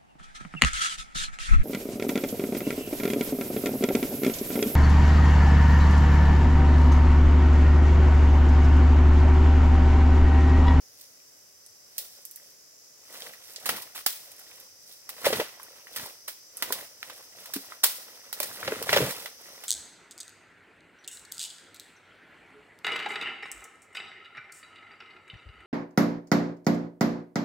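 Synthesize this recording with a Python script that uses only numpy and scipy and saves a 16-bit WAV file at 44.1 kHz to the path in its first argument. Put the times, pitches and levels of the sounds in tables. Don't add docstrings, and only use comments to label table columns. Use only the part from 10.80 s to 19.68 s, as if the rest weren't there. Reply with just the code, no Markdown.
import sys
import numpy as np
from scipy import signal
from scipy.fft import rfft, irfft
from scipy.io import wavfile
from scipy.ndimage import uniform_filter1d

SR = 44100
rng = np.random.default_rng(int(sys.argv[2]) if len(sys.argv) > 2 else 0)


def persist_wave(psi):
    counts = np.round(np.clip(psi, -1, 1) * 32767).astype(np.int16)
    wavfile.write(sys.argv[1], SR, np.atleast_2d(counts).T)


def attenuation_scalar(level_db):
    decades = np.asarray(level_db, float) / 20
    return 10 ** decades


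N = 391608
TIME = np.arange(N) / SR

# t/s, woody level/dB, brittle level/dB, tearing time constant/ms
STEM_SNAPS = [(1.1804, -52.5, -27, 0.96), (2.8564, -34, -25, 3.3), (2.889, -26.5, -23, 4),
              (2.962, -40.5, -33.5, 3.7), (3.0194, -98, -36, 2.4), (3.147, -46, -38, 18),
              (3.2615, -28, -15, 2.03), (4.2911, -41, -29, 1.6), (4.4434, -31, -36, 3.6),
              (4.4515, -27.5, -25.5, 7.7), (4.527, -23.5, -37, 2.6), (4.597, -29.5, -37, 4.7),
              (5.161, -34.5, -24.5, 1.17), (5.197, -34, -58, 0.3), (5.4769, -40.5, -29.5, 4.9),
              (5.8229, -28.5, -23.5, 1.8), (5.923, -31, -19.5, 1.4), (6.2286, -34.5, -41, 1),
              (6.298, -42, -45, 2.2), (6.657, -49, -40, 1.7), (6.7356, -42.5, -26.5, 2.3),
              (6.7523, -42.5, -31.5, 5.2), (7.0324, -31.5, -25, 7.1), (7.0363, -31, -12, 3.45),
              (7.5274, -38.5, -25.5, 1.2), (7.6017, -36.5, -23.5, 0.77), (7.628, -40.5, -25, 2.8),
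              (7.876, -31.5, -51, 1.6), (8.0253, -38, -28.5, 1.2), (8.0899, -25, -36, 3.1),
              (8.1255, -22, -28, 6.8), (8.158, -23.5, -28, 6.9), (8.304, -47, -30, 3.5),
              (8.458, -41.5, -43.5, 1.4), (8.836, -43, -35.5, 2.5)]
# t/s, level/dB, f/Hz
STALK_TICKS = [(0.401, -50, 2400), (0.8631, -28, 8700), (1.4522, -13.5, 13540), (1.5118, -18.5, 12600),
               (1.5598, -16, 13400), (1.573, -49, 2000), (1.599, -49, 1980), (2.421, -24, 3620),
               (2.464, -39, 1280), (2.536, -37, 1860), (2.761, -18, 4800), (3.518, -26, 11000),
               (3.594, -23, 13500), (3.714, -37, 2400), (3.8, -24.5, 12500), (4.798, -35, 1070),
               (4.831, -24, 12000), (5.07, -34, 1870), (5.175, -28, 1780), (5.252, -30, 9550),
               (5.258, -38, 913), (5.77, -15, 10400), (6.9213, -30, 1270), (7.283, -42, 1370),
               (7.8295, -26.5, 1480), (7.921, -21.5, 1470)]
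# t/s, level/dB, nominal ring f/Hz
WOOD_KNOCKS = [(1.385, -51.5, 550), (4.466, -8.5, 560), (4.503, -20.5, 518), (4.527, -18, 428),
               (4.595, -16.5, 453), (4.613, -20, 588), (5.903, -30, 394), (5.905, -24.5, 970),
               (5.924, -35, 490), (6.025, -40.5, 564), (6.758, -25.5, 273.7), (7.603, -25, 580),
               (7.88, -20, 533.5), (7.92, -18.5, 423), (8.014, -25.5, 460), (8.129, -16.5, 577),
               (8.164, -10.5, 563), (8.178, -21.5, 524), (8.203, -18.5, 422), (8.215, -23, 130),
               (8.223, -19, 497)]
# fully under way at t/s, held for t/s, dry leaves level/dB, twigs and tread level/dB
BRUSH_PUSHES = [(0.205, 0.016, -53, -70), (1.2, 0.026, -50, -57.5), (1.36, 0.025, -53.5, -65),
                (1.645, 0.0083, -56.5, -64), (2.338, 0.13, -47, -48.5), (2.62, 0.41, -52, -58.5),
                (2.892, 0.095, -60, -44.5), (3.38, 0.43, -55, -59), (4.101, 0.0067, -51, -62.5),
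                (4.32, 0.045, -59, -55.5), (4.471, 0.1, -38, -37.5), (4.8, 0.17, -59, -56),
                (5.17, 0.065, -42.5, -46), (5.839, 0.16, -48, -46), (6.25, 0.16, -52, -54.5),
                (6.574, 0.35, -52.5, -53.5), (7.1, 0.73, -58.5, -55.5), (7.62, 0.64, -47.5, -47.5),
                (7.88, 0.06, -66, -39), (8.103, 0.16, -39.5, -35.5), (8.3, 0.12, -45, -46),
                (8.62, 0.42, -54, -55)]
# f/Hz, level/dB
WOODY_COLOUR = [(60, -46.5), (200, -16), (600, -5), (1300, -3), (3500, -4), (6000, -11), (16000, -53.5)]
# f/Hz, level/dB
BRITTLE_COLOUR = [(300, -56), (1500, -24), (4000, -5.5), (5700, -5.5), (6500, -10), (8900, -5.5),
                  (12000, -6), (16000, -2.5)]
# f/Hz, level/dB
TWIG_COLOUR = [(60, -12), (130, -13), (200, -8.5), (550, -2.5), (800, -7.5), (2000, -6.5), (3500, -7.5),
               (8000, -13)]
# reverberation time t60/s, returned level/dB
FOREST_SCATTER = [(0.079, -3.5), (0.501, -8)]
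# f/Hz, width of each of two passes/Hz, relative level/dB
CICADA_BANDS = [(5160, 870, 3.5), (5920, 710, 4)]
# t/s, level/dB
CHORUS_SWELL = [(0.0, -57), (8.88, -53)]
# start t/s, end t/s, f/Hz, level/dB
CRICKET_TRILLS = [(0, .35, 6930, -65), (.33, 4.45, 7290, -66), (1.72, 2.5, 6850, -67),
                  (5.5, 7.0, 7310, -67)]
# f/Hz, level/dB
AIR_COLOUR = [(30, -16.5), (86, -4.5), (190, -11), (577, -4), (790, -12), (1940, -12.5), (3480, -15.5),
              (8800, -11), (16000, -11)]


def points(table, hz):
    table_hz, db = np.transpose(table)
    return np.interp(np.log(hz + 1), np.log(table_hz), db)


def unit(x):
    return x / np.sqrt(np.mean(x ** 2))


def colour(x, table):
    db = points(table, np.linspace(0, SR / 2, 1025))
    cepstrum = irfft(np.log(attenuation_scalar(db)))
    cepstrum[1:1024] *= 2
    cepstrum[1025:] = 0
    taps = irfft(np.exp(rfft(cepstrum)))
    taps = taps / np.linalg.norm(taps)
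    return signal.fftconvolve(x, taps[None], axes=-1)[..., :N]


def band(x, hz, width_hz):
    return signal.lfilter(*signal.iirpeak(hz, hz / width_hz, SR), x)


def high_pass(x, order, hz):
    return signal.lfilter(*signal.butter(order, hz, "high", fs=SR), x)


def walk(rate):
    hold = int(SR / rate)
    levels = np.repeat(rng.standard_normal(N // hold + 1), hold)
    return 1.46 * uniform_filter1d(uniform_filter1d(levels, hold), hold)[:N]


def crackle(db, per_s, spread_db, ms):
    strength = np.minimum(rng.exponential(size=N), 3.5)
    bursts = (rng.random(N) < per_s / SR) * attenuation_scalar(spread_db * strength)
    fade = np.exp(-1000 / (ms * SR))
    envelope = signal.lfilter([1], [1, -fade], bursts)
    return attenuation_scalar(db) * unit(envelope * rng.standard_normal(N))


def snaps():
    t = np.arange(3000) / SR
    total = N + len(t)
    woody, brittle = np.zeros(total), np.zeros(total)
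    fibres = rng.standard_normal((2, total))
    fibres *= attenuation_scalar(3.5 * np.resize(walk(700), total))
    chance = rng.random((len(STEM_SNAPS), 2))
    for (s, woody_db, brittle_db, ms), half_pitch in zip(STEM_SNAPS, chance):
        start = int(s * SR)
        span = slice(start, start + len(t))
        u = t * 1000 / max(ms, 0.15)
        crack = (1 + 2 * np.exp(-ms)) * u ** 0.8 * np.exp(1 - u)
        tearing = 0.16 * (1 - np.exp(-u)) * np.exp(-u / 8)
        shape = crack + tearing
        tear = shape * fibres[0, span]
        ring = sum(band(tear, hz, hz / 7) for hz in 800 * 4.3 ** half_pitch)
        woody[span] += attenuation_scalar(woody_db) * (tear + 0.47 * ring)
        sharp = signal.lfilter([1, -np.exp(-ms / 2.2)], [1], shape * fibres[1, span])
        brittle[span] += attenuation_scalar(brittle_db) * sharp
    return woody[:N], brittle[:N]


def knocks():
    modes = [(1.0162, -5.5), (0.707, -15.5), (1.5, -15.5)]
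    out = np.zeros(N)
    t = np.arange(4000) / SR
    chance = rng.random((len(WOOD_KNOCKS), len(modes)))
    for (s, db, hz), phases in zip(WOOD_KNOCKS, chance):
        u = t * hz / 1.3
        push = (u * np.exp(1 - u)) ** 2
        decay = 0.97 * (1 - np.exp(-u)) * np.exp(-u / 4)
        ring = 0
        for (ratio, mode_db), phase in zip(modes, phases):
            ring = ring + attenuation_scalar(mode_db) * np.sin(2 * np.pi * (ratio * hz * t + phase))
        start = int(s * SR)
        out[start:start + len(t)] += attenuation_scalar(db) * (push + decay) * ring
    return out


def ticks():
    q, decay_cycles = 1.07, 2.7
    tail = np.sqrt(echoes())
    t = np.arange(len(tail)) / SR
    out = np.zeros((2, N + len(t)))
    noises = rng.standard_normal((len(STALK_TICKS), 3, len(t)))
    for (s, db, hz), noise in zip(STALK_TICKS, noises):
        noise = band(band(noise, hz, hz / q), hz, hz / q)
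        tone = 2 * np.sin(2 * np.pi * hz * t)
        tick = np.exp(-t * hz / decay_cycles) * (unit(noise[0]) + tone) / 2
        tick = high_pass(tick, 2, hz / 2)
        scatter = attenuation_scalar(0.5) * np.linalg.norm(tick) * tail * unit(noise[1:])
        start = int(s * SR)
        out[:, start:start + len(t)] += attenuation_scalar(db) * (ports(tick) + scatter)
    return out[:, :N]


def push_powers():
    rise_db_per_s, fall_db_per_s = 164, 132
    leaves, twigs = 1e-12, 1e-12
    for s, held, leaves_db, twigs_db in BRUSH_PUSHES:
        rise = rise_db_per_s * (TIME - s)
        fall = fall_db_per_s * (s + held - TIME)
        shape_db = np.minimum(0, np.minimum(rise, fall))
        leaves = leaves + attenuation_scalar(2 * (leaves_db + shape_db))
        twigs = twigs + attenuation_scalar(2 * (twigs_db + shape_db))
    return leaves, twigs


def rustle():
    leaves, twigs = push_powers()
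    leaves_db, twigs_db = 10 * np.log10(leaves), 10 * np.log10(twigs)
    tread = crackle(twigs_db - 3, per_s=300, spread_db=3, ms=4)
    lumps = crackle(1.772 * twigs_db + 44, per_s=64, spread_db=1, ms=22)
    soil = high_pass(band(lumps, 106.5, 95), 2, 70)
    rings = 0
    for hz in 520 * 1.38 ** np.arange(7):
        breaks = crackle(twigs_db + 3, per_s=130, spread_db=3.5, ms=1.5)
        rings = rings + band(breaks, hz, hz / 4.5) * (hz / 1000) ** -0.3
    crinkle = 0
    for hz in (3000, 6500, 13000):
        folds = crackle(leaves_db + 2, per_s=400, spread_db=4, ms=1.3)
        crinkle = crinkle + band(folds, hz, hz)
    return crinkle, tread + rings + soil


def ports(x):
    lag = 5
    treble = signal.filtfilt(*signal.butter(2, 6000, "high", fs=SR), x)
    left = np.roll(x - treble, lag) + 0.45 * np.roll(treble, lag - 1)
    return np.array([left, x])


def diffuse(x, apart_hz):
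    mid = x[0]
    side = high_pass(x[1], 1, apart_hz)
    return np.array([mid + side, mid - side]) / np.sqrt(2)


def echoes():
    t = np.arange(SR // 2) / SR
    energy = 0
    for t60, db in FOREST_SCATTER:
        fade = np.exp(-2 * np.log(1000) * t / t60) * (1 - np.exp(-t / 0.00042))
        energy = energy + attenuation_scalar(2 * db) * fade / fade.sum()
    return energy


def forest(source, table):
    returned = signal.fftconvolve(source ** 2, echoes())[:N]
    spread = np.sqrt(np.abs(returned)) * attenuation_scalar(1.2 * walk(80))
    wet = diffuse(spread * rng.standard_normal((2, N)), 400)
    wet = high_pass(wet, 1, 350)
    return colour(ports(source) + wet, table)


def cicadas():
    drone = 0
    for hz, width_hz, db in CICADA_BANDS:
        flicker_db = 0.57 * walk(25)
        noise = rng.standard_normal((2, N))
        voices = band(band(noise, hz, width_hz), hz, width_hz)
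        drone = drone + attenuation_scalar(db + flicker_db) * voices
    swell_db = np.interp(TIME, *np.transpose(CHORUS_SWELL))
    return attenuation_scalar(swell_db) * unit(drone)


def crickets():
    strokes_per_s = 51
    out = 0
    for start, end, hz, db in CRICKET_TRILLS:
        gate = np.clip(np.minimum(TIME - start, end - TIME) / 0.021, 0, 1)
        strokes = np.clip(np.sin(2 * np.pi * strokes_per_s * TIME) + 0.77, 0, 1)
        phase = 1.2 * walk(90) + np.array([[0], [1.7]])
        tone = np.sin(2 * np.pi * hz * TIME + phase)
        out = out + attenuation_scalar(db + walk(29)) * gate * unit(strokes * tone)
    return out


def air():
    hush = colour(diffuse(rng.standard_normal((2, N)), 220), AIR_COLOUR)
    return attenuation_scalar(-56.5 + 0.28 * walk(4.4)) * hush


def scene():
    woody, brittle = snaps()
    leaves, twigs = rustle()
    walker = forest(woody, WOODY_COLOUR)
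    walker = walker + forest(brittle + leaves, BRITTLE_COLOUR)
    walker = walker + forest(twigs, TWIG_COLOUR)
    walker = walker + ports(knocks()) + ticks()
    return walker + cicadas() + crickets() + air()


def roll_off(x):
    return signal.sosfilt(signal.butter(12, 17130, fs=SR, output="sos"), x)


def record(dry):
    x = signal.sosfilt(signal.butter(2, 75, "high", fs=SR, output="sos"), dry)
    x = x + 0.65 * band(x, 1968, 98)
    x = signal.sosfilt(signal.ellip(8, 0.3, 40, 15800, fs=SR, output="sos"), x)
    return roll_off(x)


dry = scene()
out = record(dry)
persist_wave(out)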